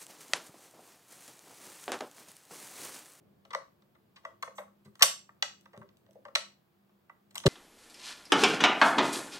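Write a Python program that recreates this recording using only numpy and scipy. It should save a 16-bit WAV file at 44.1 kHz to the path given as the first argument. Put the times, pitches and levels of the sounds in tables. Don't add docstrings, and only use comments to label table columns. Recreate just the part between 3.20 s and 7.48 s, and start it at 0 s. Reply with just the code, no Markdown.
import sys
import numpy as np
from scipy import signal
from scipy.io import wavfile

SR = 44100
rng = np.random.default_rng(int(sys.argv[2]) if len(sys.argv) > 2 else 0)


def magnitude_from_level(level_db):
    exponent = np.asarray(level_db, float) / 20
    return 10 ** exponent


def dump_mix(stems):
    frames = np.atleast_2d(stems).T
    limited = np.clip(frames, -1, 1)
    pcm = np.round(limited * 32767).astype(np.int16)
    wavfile.write(sys.argv[1], SR, pcm)


N = 188790

# (time [s], rms level [dB])
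DRONE_CURVE = [(0, -62), (.3, -68), (1.8, -68), (3.2, -67), (3.45, -72), (3.6, -70.5), (4.05, -69.5),
               (4.28, -61.5)]
# (centre [Hz], width [Hz], rms level [dB])
DRONE_TONES = [(122, 70, -74.5), (199.5, 4.1, -70), (347, 20, -77.5)]
# (frequency [Hz], density [dB])
NOISE_SPECTRUM = [(18, -49), (30, -19), (199, -2), (245, -8.5), (328, -6), (526, -11), (600, -10),
                  (760, -17), (962, -18.5), (1130, -19), (2290, -27.5), (3670, -28.5), (5740, -37.5),
                  (12000, -38), (16000, -31)]
# (frequency [Hz], correlation [-1..1])
NOISE_LIKENESS = [(30, 0.027), (70, 0.75), (160, 0.67), (300, 0.24), (700, 0), (3000, 0), (15000, 1)]
HISS_RMS_DB = -75.5

# (frequency [Hz], time to fall 60 dB at that rate [s])
ROOM_DECAY = [(300, .3), (800, 0.32), (2100, 0.35), (5500, 0.39), (14600, 0.22)]
# (frequency [Hz], gain of the noise [dB])
ROOM_GAIN = [(150, -37.5), (550, -33.5), (1100, -37.5), (2000, -41), (4000, -42), (8000, -33.5),
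             (11000, -34.5), (14000, -34.5)]

# (time [s], push area [dB], four times the rise scale [ms])
BODY_PUSHES = [(1.658, -48, 3), (1.675, -43.5, 4), (1.835, -44.5, 4), (2.575, -41.5, 3.2),
               (2.605, -41.5, 4), (2.64, -54.5, 1.3), (4.2575, -14, 1.5), (4.267, -11, 2), (4.2725, -16, 2)]
# (frequency [Hz], gain [dB], t60 [s])
BODY_MODES = [(135, -9, 0.05), (162, -7, 0.066), (209, -0.5, .15), (398, 2, 0.14), (510, 0.5, 0.092)]

# (frequency [Hz], mean ring height against the click in that range [dB], t60 [s])
PLATE_MODES = [(2620, -31, .3), (3550, -25, .22), (4550, -26, .27), (5670, -29, .27), (7535, -19, .27)]
SNAP_DB = -35

CONTACT_EDGES_HZ = [430, 900, 2500, 6000, 9500, 16000]
# (frequency [Hz], mean strength before the lean [dB], t60 [s])
SHELL_MODES = [(546.6, -3.5, 0.21), (585, -1.5, 0.14), (648, -4.5, 0.098), (797, -10, .03),
               (958.6, -11, 0.048), (1108, -3, 0.044), (1181, 3, 0.022), (1340, -2.5, 0.028),
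               (1562, -1.5, 0.028), (1640, -9, 0.0067), (1819.5, -1, .02), (1975, 3.5, .02),
               (2074, -3.5, 0.0064), (2950, 6.5, .01), (3430, 9.5, 0.0052), (3790, 2, .01),
               (4115, 3.5, 0.012), (4250, -1, .01), (4700, 1, .01), (5360, -6.5, 0.03), (6200, 11.5, .01),
               (8230, 0, 0.009), (8090, -2.5, 0.013), (9044, -5.5, 0.0024), (10660, -3, 0.0032),
               (12170, -6, .006)]
BAND_CRACK_DB = [-12, -10, -5, -2, 5]
BAND_STRETCH = [1.6, 1.5, .95, 0.55, .8]
BAND_TOP_RATIO = [.82, 0.87, 0.92, 0.93, 0.91]
# (time [s], click [dB], knock re click [dB], tick re click [dB], length [ms])
LATCH_EVENTS = [(0.958, -55.5, 0, -12.5, 13), (1.224, -44, 11, -4.5, 5.8), (1.345, -63, 13.5, 8, 95),
                (1.646, -66.5, 4, -2.7, 19.5), (1.753, -62.5, 0.5, -4, 3), (1.792, -56, 6.5, -2.5, 9.6),
                (1.8224, -14, -12, -9, 2), (1.826, -18.5, -2, 0, 5.9), (2.2238, -25.5, -5, -11.5, 3.5),
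                (2.409, -71.5, -12.5, 1, 2.4), (2.575, -64, 5, -4.5, 1.83), (2.689, -69, -1, -16, 2.4),
                (2.77, -72.5, -18, -1.5, 0.92), (2.909, -75.5, -18.5, 1, 1.5), (2.93, -81, -8.5, 3, 5.1),
                (3.1512, -24, -6, -13.5, 4.3), (4.107, -66.5, -3, -2.5, 6.4), (4.145, -70, 8, 5, 2.4),
                (4.1538, -42, -0.5, -1.5, 5.8), (4.1756, -50, -11, -6, 0.71),
                (4.18, -39, -13.5, -4.5, 0.42), (4.2009, -50, -7, -19, 1.1)]
# (time [s], knock [dB], hollow re knock [dB], click re knock [dB], length [ms])
LID_KNOCKS = [(0.2494, -61.5, 1, -2, 4.9), (0.304, -47, -9, -7, 7.3), (.33, -35.5, -23, -11.5, 7.6),
              (.348, -30.5, -5, -12, 1.6), (0.62, -71, -2, -3.5, 4.1), (0.748, -65, -8, -12.5, 7.4),
              (1.029, -61, 2, -14, 21), (1.049, -38, -8.5, -16, 4), (1.076, -72, 9, -3, 19),
              (1.273, -47, 1, -38, 5.1), (1.38, -40, 0, -12, 7.1), (1.479, -63.5, -3, -22, 2.1),
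              (1.806, -31.5, -3, -12, 10.2), (2.091, -52.5, -19, -34.5, 2.6),
              (2.456, -55, -10.5, -11.5, 3.2), (2.529, -54.5, 3.1, -14, 13.3),
              (2.562, -60.5, 4.5, -11.5, 6.6), (2.614, -51.5, -5, -25, 3.9), (2.627, -60, -5, -19.5, 2.8),
              (2.864, -71.5, 0, -3.5, 1.21), (2.8871, -80, 20.5, -5.5, 3), (2.953, -80, 31, -5.5, 4.2),
              (3.05, -46.5, -1.5, -15.5, 5.7), (3.081, -53, -1.5, -18, 4.5), (3.156, -29.5, -8, 2.5, 2.27),
              (3.691, -72.5, -8, -10.5, 4.3), (3.8946, -49, -18, -25.5, 4.1), (4.236, -46, -14.5, -6, 4.3),
              (4.249, -50, 28, -25, 11), (4.259, -39, 13.5, 8, 4.7), (4.2635, -28.5, -3.9, 4.5, 3.9)]
# (time [s], left minus right [dB])
HAND_PAN = [(.35, 2.6), (1.39, 0.3), (1.82, 0), (2.22, -0.6), (3.15, 1.06), (3.9, -0.6), (4.16, 3),
            (4.26, -2.1)]
LATCH_HOLLOW_DB, KNOCK_TICK_DB = -15.5, -10
MODE_SPREAD_DB = 2.5
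LEFT_LAG_MS = 0.15


def rms_one(x):
    return x / np.sqrt(np.mean(x ** 2) + 1e-20)


def energy_one(pieces):
    energy = np.mean(np.sum(pieces ** 2, axis=2), axis=1) / (SR / 100)
    return pieces / np.sqrt(energy + 1e-30)[:, None, None]


def in_time(rows):
    s, values = np.transpose(rows)
    return np.interp(np.arange(N) / SR, s, values)


def at_hz(points, hz):
    points_hz, values = np.transpose(points)
    return np.interp(np.log(hz), np.log(points_hz), values)


def band(x, low_hz, high_hz):
    return signal.sosfilt(signal.butter(2, [low_hz, high_hz], "band", fs=SR, output="sos"), x + 1e-18)


def high_pass(x, order, hz):
    return signal.sosfilt(signal.butter(order, hz, "high", fs=SR, output="sos"), x)


def ring(x, hz, t60_s):
    r, w = magnitude_from_level(-60 / (t60_s * SR)), 2 * np.pi * hz / SR
    return signal.lfilter([0, np.sin(w)], [1, -2 * r * np.cos(w), r * r], x + 1e-18)


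def swell(rise_ms):
    t = np.arange(4000) / SR / (max(rise_ms, .2) / 1000)
    return (t * np.exp(1 - t)) ** (1 + rise_ms / 15)


def add(out, s, piece):
    i = round(s * SR)
    out[..., i:i + piece.shape[-1]] += piece[..., :N - i]


def shaped_noise(from_hz, to_hz):
    edges_hz = 28 * 2 ** np.arange(0, 9.6, .5)
    white = rng.standard_normal((2, 2, N))
    total = 0
    for k, (low_hz, high_hz) in enumerate(zip(edges_hz, edges_hz[1:])):
        hz = np.sqrt(low_hz * high_hz)
        if from_hz <= hz < to_hz:
            mid, side = band(white[k % 2], low_hz, min(high_hz, .45 * SR))
            alike = np.clip(at_hz(NOISE_LIKENESS, hz), -1, 1)
            pair = np.sqrt(1 + alike) * mid + np.sqrt(1 - alike) * side * [[1], [-1]]
            total = total + magnitude_from_level(at_hz(NOISE_SPECTRUM, hz)) * pair
    return total


def hiss():
    return magnitude_from_level(HISS_RMS_DB) * rms_one(shaped_noise(700, SR))


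def drone():
    low = magnitude_from_level(-68.0) * rms_one(shaped_noise(0, 700))
    for hz, width_hz, db in DRONE_TONES:
        tone = band(rng.standard_normal(N), hz - width_hz / 2, hz + width_hz / 2)
        low = low + magnitude_from_level(db) * rms_one(tone)
    return magnitude_from_level(in_time(DRONE_CURVE)) * rms_one(low)


def kitchen(x):
    t = np.arange(SR // 2) / SR
    edges_hz = 120 * 2 ** np.arange(0, 7.2, .5)
    tail = 0
    for low_hz, high_hz in zip(edges_hz, edges_hz[1:]):
        hz = np.sqrt(low_hz * high_hz)
        decay = magnitude_from_level(-60 * t / at_hz(ROOM_DECAY, hz) - 170 * t ** 2)
        onset = 1 - np.exp(-t / 0.0013)
        noise = band(rng.standard_normal((2, len(t))), low_hz, high_hz)
        tail = tail + magnitude_from_level(at_hz(ROOM_GAIN, hz)) * noise * decay * onset
    return signal.fftconvolve(x, tail, axes=1)[:, :N]


def thuds():
    pushes = np.zeros(N)
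    for k, (s, db, ms) in enumerate(BODY_PUSHES):
        push = swell(ms / 4)
        add(pushes, s, push / push.sum() * magnitude_from_level(db) * (-1) ** k)
    rung = sum(magnitude_from_level(db) * ring(pushes, hz, t60_s) for hz, db, t60_s in BODY_MODES)
    return high_pass(rung, 6, 100)


def plates():
    out = np.zeros((2, N))
    for hz, ring_db, t60_s in PLATE_MODES:
        impulses = np.zeros((2, N))
        for s, click_db, _, tick_db, _ in LATCH_EVENTS:
            if click_db > SNAP_DB:
                range_db = click_db + tick_db * (hz > CONTACT_EDGES_HZ[3])
                height_db = range_db + ring_db + MODE_SPREAD_DB * rng.standard_normal()
                impulses[[0, 1], round(s * SR) + rng.integers(0, 20, 2)] = magnitude_from_level(height_db)
        for ratio in (.984, .993, 1, 1.005, 1.013):
            out += ring(impulses, hz * ratio, t60_s)
    return out


def contact_rows():
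    latch = [(s, db + knock, db + knock + LATCH_HOLLOW_DB, db, db + tick, ms)
             for s, db, knock, tick, ms in LATCH_EVENTS]
    knocks = [(s, db, db + hollow, db + click, db + click + KNOCK_TICK_DB, ms)
              for s, db, hollow, click, ms in LID_KNOCKS]
    return np.array(latch + knocks)


def contacts():
    rows = contact_rows()
    time_s, knock_db, hollow_db, click_db, tick_db, length_ms = rows.T
    air_db = tick_db - 3.5 + .8 * np.clip(tick_db - click_db, -16, 0)
    levels_db = np.column_stack([hollow_db, knock_db, click_db, tick_db, air_db])
    sharpness_db = np.clip(click_db - knock_db, -16, 6)[:, None]
    spiky_gain = magnitude_from_level(2.8 * rng.exponential(1, (len(rows), 4000)))
    grit = rng.standard_normal((len(rows), 4000)) * spiky_gain
    spread = rng.standard_normal((len(rows), len(SHELL_MODES), 3))
    forces = np.zeros((len(rows), 6000))
    pieces = 0
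    for k, (low_hz, high_hz) in enumerate(zip(CONTACT_EDGES_HZ, CONTACT_EDGES_HZ[1:])):
        forces[:, :4000] = [g * swell(BAND_STRETCH[k] * ms / 2) for g, ms in zip(grit, length_ms)]
        shell = 0
        for m, (hz, db, t60_s) in enumerate(SHELL_MODES):
            if low_hz < hz <= high_hz:
                apart = np.clip(hz / 1200, 0, 1)
                lean_db = (k == 1) * .6 * sharpness_db * np.log2(hz / 1350)
                strength = magnitude_from_level(db + lean_db + MODE_SPREAD_DB * spread[:, m, :1])
                ears = np.cos(apart * spread[:, m, 1:]) * strength
                rung = ring(forces, hz, t60_s)
                rung = rung / np.abs(rung).max(axis=1, keepdims=True)
                shell = shell + ears[:, :, None] * rung[:, None]
        crack = band(forces, low_hz, high_hz)[:, None]
        sound = energy_one(shell) + magnitude_from_level(BAND_CRACK_DB[k]) * energy_one(crack)
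        sound = band(sound, low_hz / 1.05, high_hz * BAND_TOP_RATIO[k])
        pieces = pieces + energy_one(sound) * magnitude_from_level(levels_db[:, k])[:, None, None]
    out = np.zeros((2, N))
    for s, piece in zip(time_s, pieces):
        add(out, s, piece)
    out = high_pass(out, 6, 440)
    pan_db = in_time(HAND_PAN)
    return out * magnitude_from_level([pan_db / 2, -pan_db / 2])


def scene():
    direct = contacts()
    n = np.arange(N)
    direct[0] = np.interp(n - LEFT_LAG_MS * SR / 1000, n, direct[0])
    direct = direct + thuds() + plates()
    return direct + kitchen(direct) + drone() + hiss()


def band_limit(x):
    return signal.sosfilt(signal.butter(12, 16420, fs=SR, output="sos"), x)


def record(dry):
    cut = signal.sosfilt(signal.cheby2(16, 55, 16500, fs=SR, output="sos"), dry)
    mix = high_pass(np.clip(cut, -1, 1), 2, 60)
    return band_limit(mix)


dry = scene()
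out = record(dry)
dump_mix(out)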